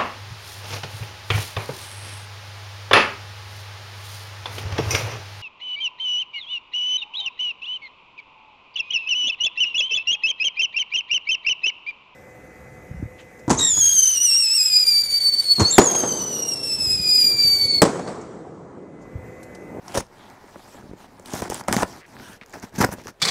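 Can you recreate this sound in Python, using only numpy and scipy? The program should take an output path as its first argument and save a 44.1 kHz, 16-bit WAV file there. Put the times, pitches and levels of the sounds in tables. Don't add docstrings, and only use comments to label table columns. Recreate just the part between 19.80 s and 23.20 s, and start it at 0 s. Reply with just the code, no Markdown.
import sys
import numpy as np
from scipy import signal
from scipy.fft import rfft, irfft
from scipy.io import wavfile
from scipy.ndimage import uniform_filter1d

SR = 44100
rng = np.random.default_rng(int(sys.argv[2]) if len(sys.argv) > 2 else 0)


def waveform_to_disk(signal):
    frames = np.transpose(np.atleast_2d(signal))
    scaled = np.clip(frames, -1, 1) * 32767
    samples = np.round(scaled).astype(np.int16)
    wavfile.write(sys.argv[1], SR, samples)


def rack_gain(trim_db):
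    fader = np.asarray(trim_db, float)
    return 10 ** (fader / 20)


N = 149940


def evened(x):
    return x / np.sqrt(np.mean(x ** 2) + 1e-20)


def coloured(x, points):
    f, db = np.transpose(points)
    hz = np.fft.rfftfreq(len(x), 1 / SR)
    gain_db = np.interp(np.log(hz + 1), np.log(f + 1), db, left=db[0] - 30)
    return evened(irfft(rfft(x) * rack_gain(gain_db), len(x)))


def resonate(x, hz, width_hz):
    r = np.exp(-np.pi * width_hz / SR)
    return signal.lfilter([1 - r, 0, r - 1], [1, -2 * r * np.cos(2 * np.pi * hz / SR), r * r], x)


def clicks(per_s, spread_db):
    happens = rng.random(N) < per_s / SR
    sign = rng.choice([-1., 1.], N)
    size = np.minimum(rng.exponential(1, N), 4)
    return evened(happens * sign * rack_gain(spread_db * size))


def flutter(ms, depth_db):
    wander = uniform_filter1d(rng.standard_normal(N), max(int(ms * SR / 1000), 1))
    return rack_gain(depth_db * evened(wander))


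def patchy(x, depth_db):
    z = signal.stft(x, nperseg=256)[2]
    field = uniform_filter1d(rng.standard_normal(z.shape), size=9, axis=0)
    field = uniform_filter1d(field, size=14, axis=1)
    return evened(signal.istft(z * rack_gain(depth_db * evened(field)), nperseg=256)[1][:N])


# pitch_hz, width_hz, level_db
BOX_RESONANCES = [(45, 17, -10.5), (99.7, 49, 2.5), (200, 70, 5), (270, 53, 6), (358, 50.6, 4.5),
                  (608, 262, 1), (917, 268, 2), (1400, 228, 1.5), (1556, 790, -3), (2304, 910, -12)]


def box(x):
    out = 0
    for k, (hz, width_hz, db) in enumerate(BOX_RESONANCES):
        out = out + (-1) ** k * rack_gain(db) * resonate(x, hz, width_hz)
    return out


# pitch_hz, density_db (per Hz)
AIR_COLOUR = [(12, -29.5), (20, 0), (251, -16), (361, -6), (440, -4), (4410, -27.5), (4790, -29.5),
              (14700, -37.5), (16500, -37)]


def still_air():
    hiss = coloured(rng.standard_normal(N), AIR_COLOUR)
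    return rack_gain(-57) * hiss * flutter(60, 1.0)


TEAR_FROM_S = 2.6
# pitch_hz, density_db (per Hz)
FIBRE_COLOUR = [(1500, -22), (3000, 3), (4200, -2), (5800, 4.5), (7800, 2), (10000, 0.5), (13500, -14),
                (16000, -12)]
# pitch_hz, density_db (per Hz)
TEAR_COLOUR = [(1500, 9), (3500, -7), (5800, 1.5), (8500, -9), (12000, -11.5), (16000, -12.5)]
# start_s, length_s, fizz_db, box_db, bump_db
PALM_SLIDES = [(0., 0.17, -56.5, -45.5, -77), (0.254, 0.4, -60.5, -48, -62),
               (0.595, 0.22, -59, -49.5, -56.5), (0.763, 0.26, -55.5, -49.5, -60.5),
               (0.909, 0.28, -63, -52, -47), (1.161, 0.11, -55.5, -49, -61),
               (1.233, 0.33, -62.5, -52, -54.5), (1.822, 0.066, -61, -45, -56),
               (2.034, 0.19, -49.5, -44, -48), (2.25, 0.19, -56.5, -49, -48), (2.375, 0.21, -49, -49, -48),
               (2.642, 0.18, -62.5, -52, -77), (2.769, 0.15, -60, -51, -64), (2.915, 0.12, -56, -44, -43),
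               (3.097, 0.068, -57, -44.5, -36.5), (3.159, 0.073, -54.5, -46, -46),
               (3.221, 0.098, -56, -53, -46.5)]


def palm_rubs():
    t = np.arange(N) / SR
    shape = np.zeros((3, N))
    for start, length, *levels_db in PALM_SLIDES:
        u = np.clip((t - start) / length, 0, 1)
        shape = shape + rack_gain(np.array(levels_db))[:, None] * np.sin(np.pi * u ** 1.03) ** 0.72
    rub_colour = FIBRE_COLOUR[:1] + [(2500, -0.5), (5800, 1.0), (8000, -4.0), (16000, -12.0)]
    grain = coloured(clicks(12000, 3.6), rub_colour)
    ticks = rack_gain(0.5) * (t > TEAR_FROM_S) * coloured(clicks(250, 2.8), TEAR_COLOUR)
    jolts = clicks(3000, 2.35)
    wall = evened(box(jolts) + 0.24 * resonate(jolts, 900, 260)) * flutter(22, 1.5)
    soft_bumps = np.convolve(clicks(160, 1.9), np.hanning(90))[:N]
    bumps = evened(box(soft_bumps))
    return shape[0] * (patchy(grain, 3.0) + ticks) + shape[1] * wall + shape[2] * bumps


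# start_s, length_s, level_db, pitch_hz, width_hz
EDGE_DRAGS = [(0.86, 0.13, -61, 7600, 833.3), (2.388, 0.19, -50, 1530, 460),
              (3.116, 0.032, -39.5, 10300, 11000), (0.075, 0.17, -49.5, 2400, 1400),
              (0.051, 0.084, -60, 10000, 2800), (0.364, 0.14, -58.5, 3340, 1400),
              (2.2, .065, -50, 1760, 1100), (3.279, 0.021, -41, 1350, 370), (3.19, 0.033, -55, 1900, 900),
              (1.53, 0.085, -48, 13000, 4000), (0.18, .11, -48, 42, 30), (2.611, 0.033, -48.5, 1450, 2000)]


def squeaks():
    t = np.arange(N) / SR
    slips = clicks(11000, 9.1)
    out = np.zeros(N)
    for start, length, db, hz, width_hz in EDGE_DRAGS:
        swell = np.sin(np.pi * np.clip((t - start) / length, 0, 1)) ** 0.5
        tone = resonate(resonate(slips, hz, width_hz), hz, width_hz)
        out += rack_gain(db) * swell * evened(tone)
    return out


# start_s, length_s, fizz_db, box_db, drift_db (over the stroke)
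STROKES = [(0.14, 0.018, -34.5, -37, 1), (0.16, 0.023, -40, -35, -1), (0.168, 0.04, -33.5, -31, -1.5),
           (1.447, 0.091, -50, -46.5, 9.5), (1.533, 0.074, -40.5, -36.5, 2.5),
           (1.614, 0.07, -39, -30, -10.5), (1.693, 0.12, -38.5, -36, -3), (1.876, 0.068, -37.5, -29.5, -7),
           (1.927, 0.035, -30, -28, -4), (1.965, 0.026, -33, -27, 1), (1.991, 0.041, -32.5, -25, -1),
           (2.026, 0.027, -41, -25.5, -16), (2.732, 0.058, -42, -37, -13.5), (2.82, 0.032, -43, -41.5, -3),
           (2.947, 0.019, -42.5, -44, -2), (2.966, 0.015, -49, -45, 5), (3.005, 0.017, -33.5, -23, -2),
           (2.979, 0.026, -35.5, -34, 1.5), (3.002, 0.051, -27.5, -23.5, -2),
           (3.052, 0.059, -42.5, -54, -9), (3.111, 0.029, -39.5, -37.5, -1), (3.276, 0.031, -36, -39, -16),
           (0.071, 0.11, -58, -49.5, 13)]


def cuts_and_tears():
    edge_in_s, edge_out_s = 0.0061, 0.0025
    t, fizz, drum = np.arange(N) / SR, np.zeros(N), np.zeros(N)
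    for start, length, fizz_db, box_db, drift_db in STROKES:
        u = t - start
        gate = np.clip(u / edge_in_s, 0, 1) * np.exp(-np.maximum(u - length, 0) / edge_out_s)
        gate = gate * rack_gain(drift_db * np.clip(u / length, 0, 1))
        fizz += rack_gain(fizz_db) * gate
        drum += rack_gain(box_db) * gate
    jolts = clicks(per_s=2500, spread_db=3)
    crackle = clicks(per_s=12000, spread_db=4.5)
    cutting = coloured(crackle, FIBRE_COLOUR)
    tearing = coloured(crackle + 0.25 * clicks(700, 5), TEAR_COLOUR)
    crackle = np.where(t < TEAR_FROM_S, cutting, tearing)
    in_air = fizz * flutter(3.2, 1.2) * patchy(crackle, 2.2)
    in_box = box(drum * flutter(6.6, 3.78) * jolts) / np.std(box(jolts))
    return in_air + in_box


# start_s, peak_db, pitch_hz, push_db (weight of the slow push)
WALL_THUMPS = [(.1505, -15, 543, -13), (0.1616, -16, 555, -23), (.1738, -10.5, 560, -24),
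               (.181, -10.5, 446, -4), (.7585, -27.5, 566, -22), (.946, -31.5, 517, -6),
               (1.001, -36.5, 241, -1), (1.041, -32, 252, 3), (1.095, -37, 250, 11),
               (1.113, -25.5, 270, 0.5), (1.134, -26.5, 320, -7), (1.398, -32.5, 530, -9),
               (1.536, -15, 260, -42), (1.621, -15, 463, -3.5), (1.7001, -16.5, 455, -0.5),
               (1.884, -7.5, 604, -13), (1.9275, -8.5, 1470, -10), (1.965, -9, 230, -13),
               (2.031, -8, 523, -7), (2.367, -31.5, 1440, -23), (2.613, -28.5, 2250, -28),
               (2.7415, -31.5, 287, -22), (2.9836, -17.5, 200, -25), (3.004, -8, 242, -25),
               (3.046, -10.5, 330, -14), (3.0898, -16, 516, 4), (3.184, -28.5, 500, 0.5),
               (3.2709, -24.5, 1400, -6), (3.282, -25.5, 890, -1), (.081, -32, 880, -12),
               (.122, -34, 890, -13), (.144, -22.5, 710, -15), (0.2058, -21, 586, -11), (.64, -38, 400, -8),
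               (1.542, -17.5, 610, -6), (1.607, -31, 302, 2), (1.912, -16, 220, -5), (1.983, -17, 910, -15),
               (2.0007, -18.5, 1120, -6), (2.0115, -17, 910, -10), (2.399, -31.5, 1480, -10),
               (2.0325, -15, 1320, -21), (2.769, -32, 390, -14), (2.839, -27, 233, -5),
               (3.0101, -13, 1290, -3), (3.0378, -12, 305, -24), (3.034, -12, 320, -21),
               (3.136, -26.5, 300, -19), (1.9665, -11.5, 1510, -22), (3.258, -30, 370, -6)]


def thumps():
    ring_q, rattle_s, box_db = 3.12, 0.0043, -5
    out, t = np.zeros(N + 8192), np.arange(8192) / SR
    for start, db, hz, push_db in WALL_THUMPS:
        noise = rng.standard_normal(8192)
        blow = np.sin(np.pi * np.minimum(2.96 * hz * t, 1))
        rattle = np.convolve(noise * np.exp(-t / rattle_s), blow[:200])[:8192]
        blow = blow + 0.36 * rattle * np.sqrt(hz / SR)
        ring = resonate(blow, hz, hz / ring_q)
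        hollow = box(blow + 1.92 * noise * np.exp(-t / 0.0016))
        push = resonate(blow, 65, 110)
        hit = 0
        for part_db, part in ((0, ring), (box_db, hollow), (push_db, push)):
            hit = hit + rack_gain(part_db) * part / abs(part).max()
        out[round(start * SR):][:8192] += rack_gain(db) * hit / abs(hit).max()
    return out[:N]


# start_s, peak_db, pitch_hz
FIBRE_SNAPS = [(0.0815, -28, 5400), (0.1502, -20, 5750), (0.177, -13, 5180), (0.267, -45, 5100),
               (1.3965, -37, 6910), (1.5358, -18, 6350), (1.6204, -19.5, 6030), (1.7, -15.5, 6400),
               (1.7443, -16.5, 8000), (1.8833, -14, 7200), (1.9266, -6, 6000), (1.966, -12, 6000),
               (2.0316, -17.5, 5500), (2.6614, -37.5, 6000), (2.7065, -41, 6500), (2.727, -37.5, 7150),
               (2.799, -32.5, 6900), (2.96, -26.5, 5960), (2.9874, -24, 5400), (3.013, -14, 5870),
               (3.018, -13, 6000), (3.0465, -9.5, 6100), (3.2705, -24.5, 5700), (0.1215, -34, 4550),
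               (0.1295, -42, 7700), (0.182, -27, 4700), (0.208, -30, 5500), (0.5005, -41, 5300),
               (0.6755, -47, 6100), (1.37, -50, 5000), (1.426, -45, 7900), (1.459, -28.5, 3950),
               (1.708, -26, 6480), (1.733, -27, 7700), (1.838, -37, 5000), (2.078, -37, 5630),
               (2.2645, -43, 4550), (2.532, -37, 6300), (2.563, -47, 6500), (2.696, -39, 7000),
               (2.828, -38, 5900), (2.894, -43.5, 5600), (3.026, -14, 5800)]


def snaps():
    burst_s, ring_s = 0.001, 0.0047
    out, t = np.zeros(N + 2048), np.arange(2048) / SR
    for start, db, hz in FIBRE_SNAPS:
        push = (rng.standard_normal(2048) + 2.3 * (t == 0)) * np.exp(-t / burst_s)
        ring = 7.0 * resonate(push, hz, 6.0 / ring_s)
        crack = resonate(push, 7200, 2200) + 0.56 * resonate(push, 12800, 3300)
        hit = ring + crack
        out[round(start * SR):][:2048] += rack_gain(db) * hit / abs(hit).max()
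    return out[:N]


# start_s, peak_db
TAPE_RELEASES = [(1.552, -23), (2.9412, -41), (2.961, -41), (2.9715, -35), (2.99, -22), (3.011, -22),
                 (3.017, -13.5), (3.025, -25), (3.04, -25), (3.065, -33), (3.078, -41), (3.0855, -39),
                 (3.094, -41)]


def tape_ticks():
    burst_s = 0.00056
    out, t = np.zeros(N + 512), np.arange(512) / SR
    for start, db in TAPE_RELEASES:
        burst = rng.standard_normal(512) * np.exp(-t / burst_s)
        hit = resonate(burst, 11500, 9000)
        out[round(start * SR):][:512] += rack_gain(db) * hit / abs(hit).max()
    return out[:N]


def room(x):
    t60_s = 0.2
    at = np.arange(130, SR // 2, 22)
    echoes = rng.choice([-1., 1.], len(at)) * rack_gain(-60 * at / SR / t60_s)
    taps = np.zeros(SR)
    taps[at + rng.integers(0, 22, len(at))] = echoes
    taps = signal.lfilter([1], [1, -0.35], taps)
    return signal.fftconvolve(x, taps / np.linalg.norm(taps))[:N]


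def scene():
    air = still_air()
    near = palm_rubs() + squeaks() + cuts_and_tears() + thumps() + snaps() + tape_ticks()
    return (near + rack_gain(-18.5) * room(near) + air)[None]


def top_cut(x):
    return signal.sosfilt(signal.butter(12, 16970, fs=SR, output="sos"), x)


def record(dry):
    soft = 2 * np.tanh(dry / 2)
    lowpass = signal.firwin(255, 15700, fs=SR)[None]
    limited = signal.oaconvolve(soft, lowpass, "same")
    mix = limited + rack_gain(-32) * (soft - limited)
    return top_cut(mix)


dry = scene()
out = record(dry)
waveform_to_disk(out)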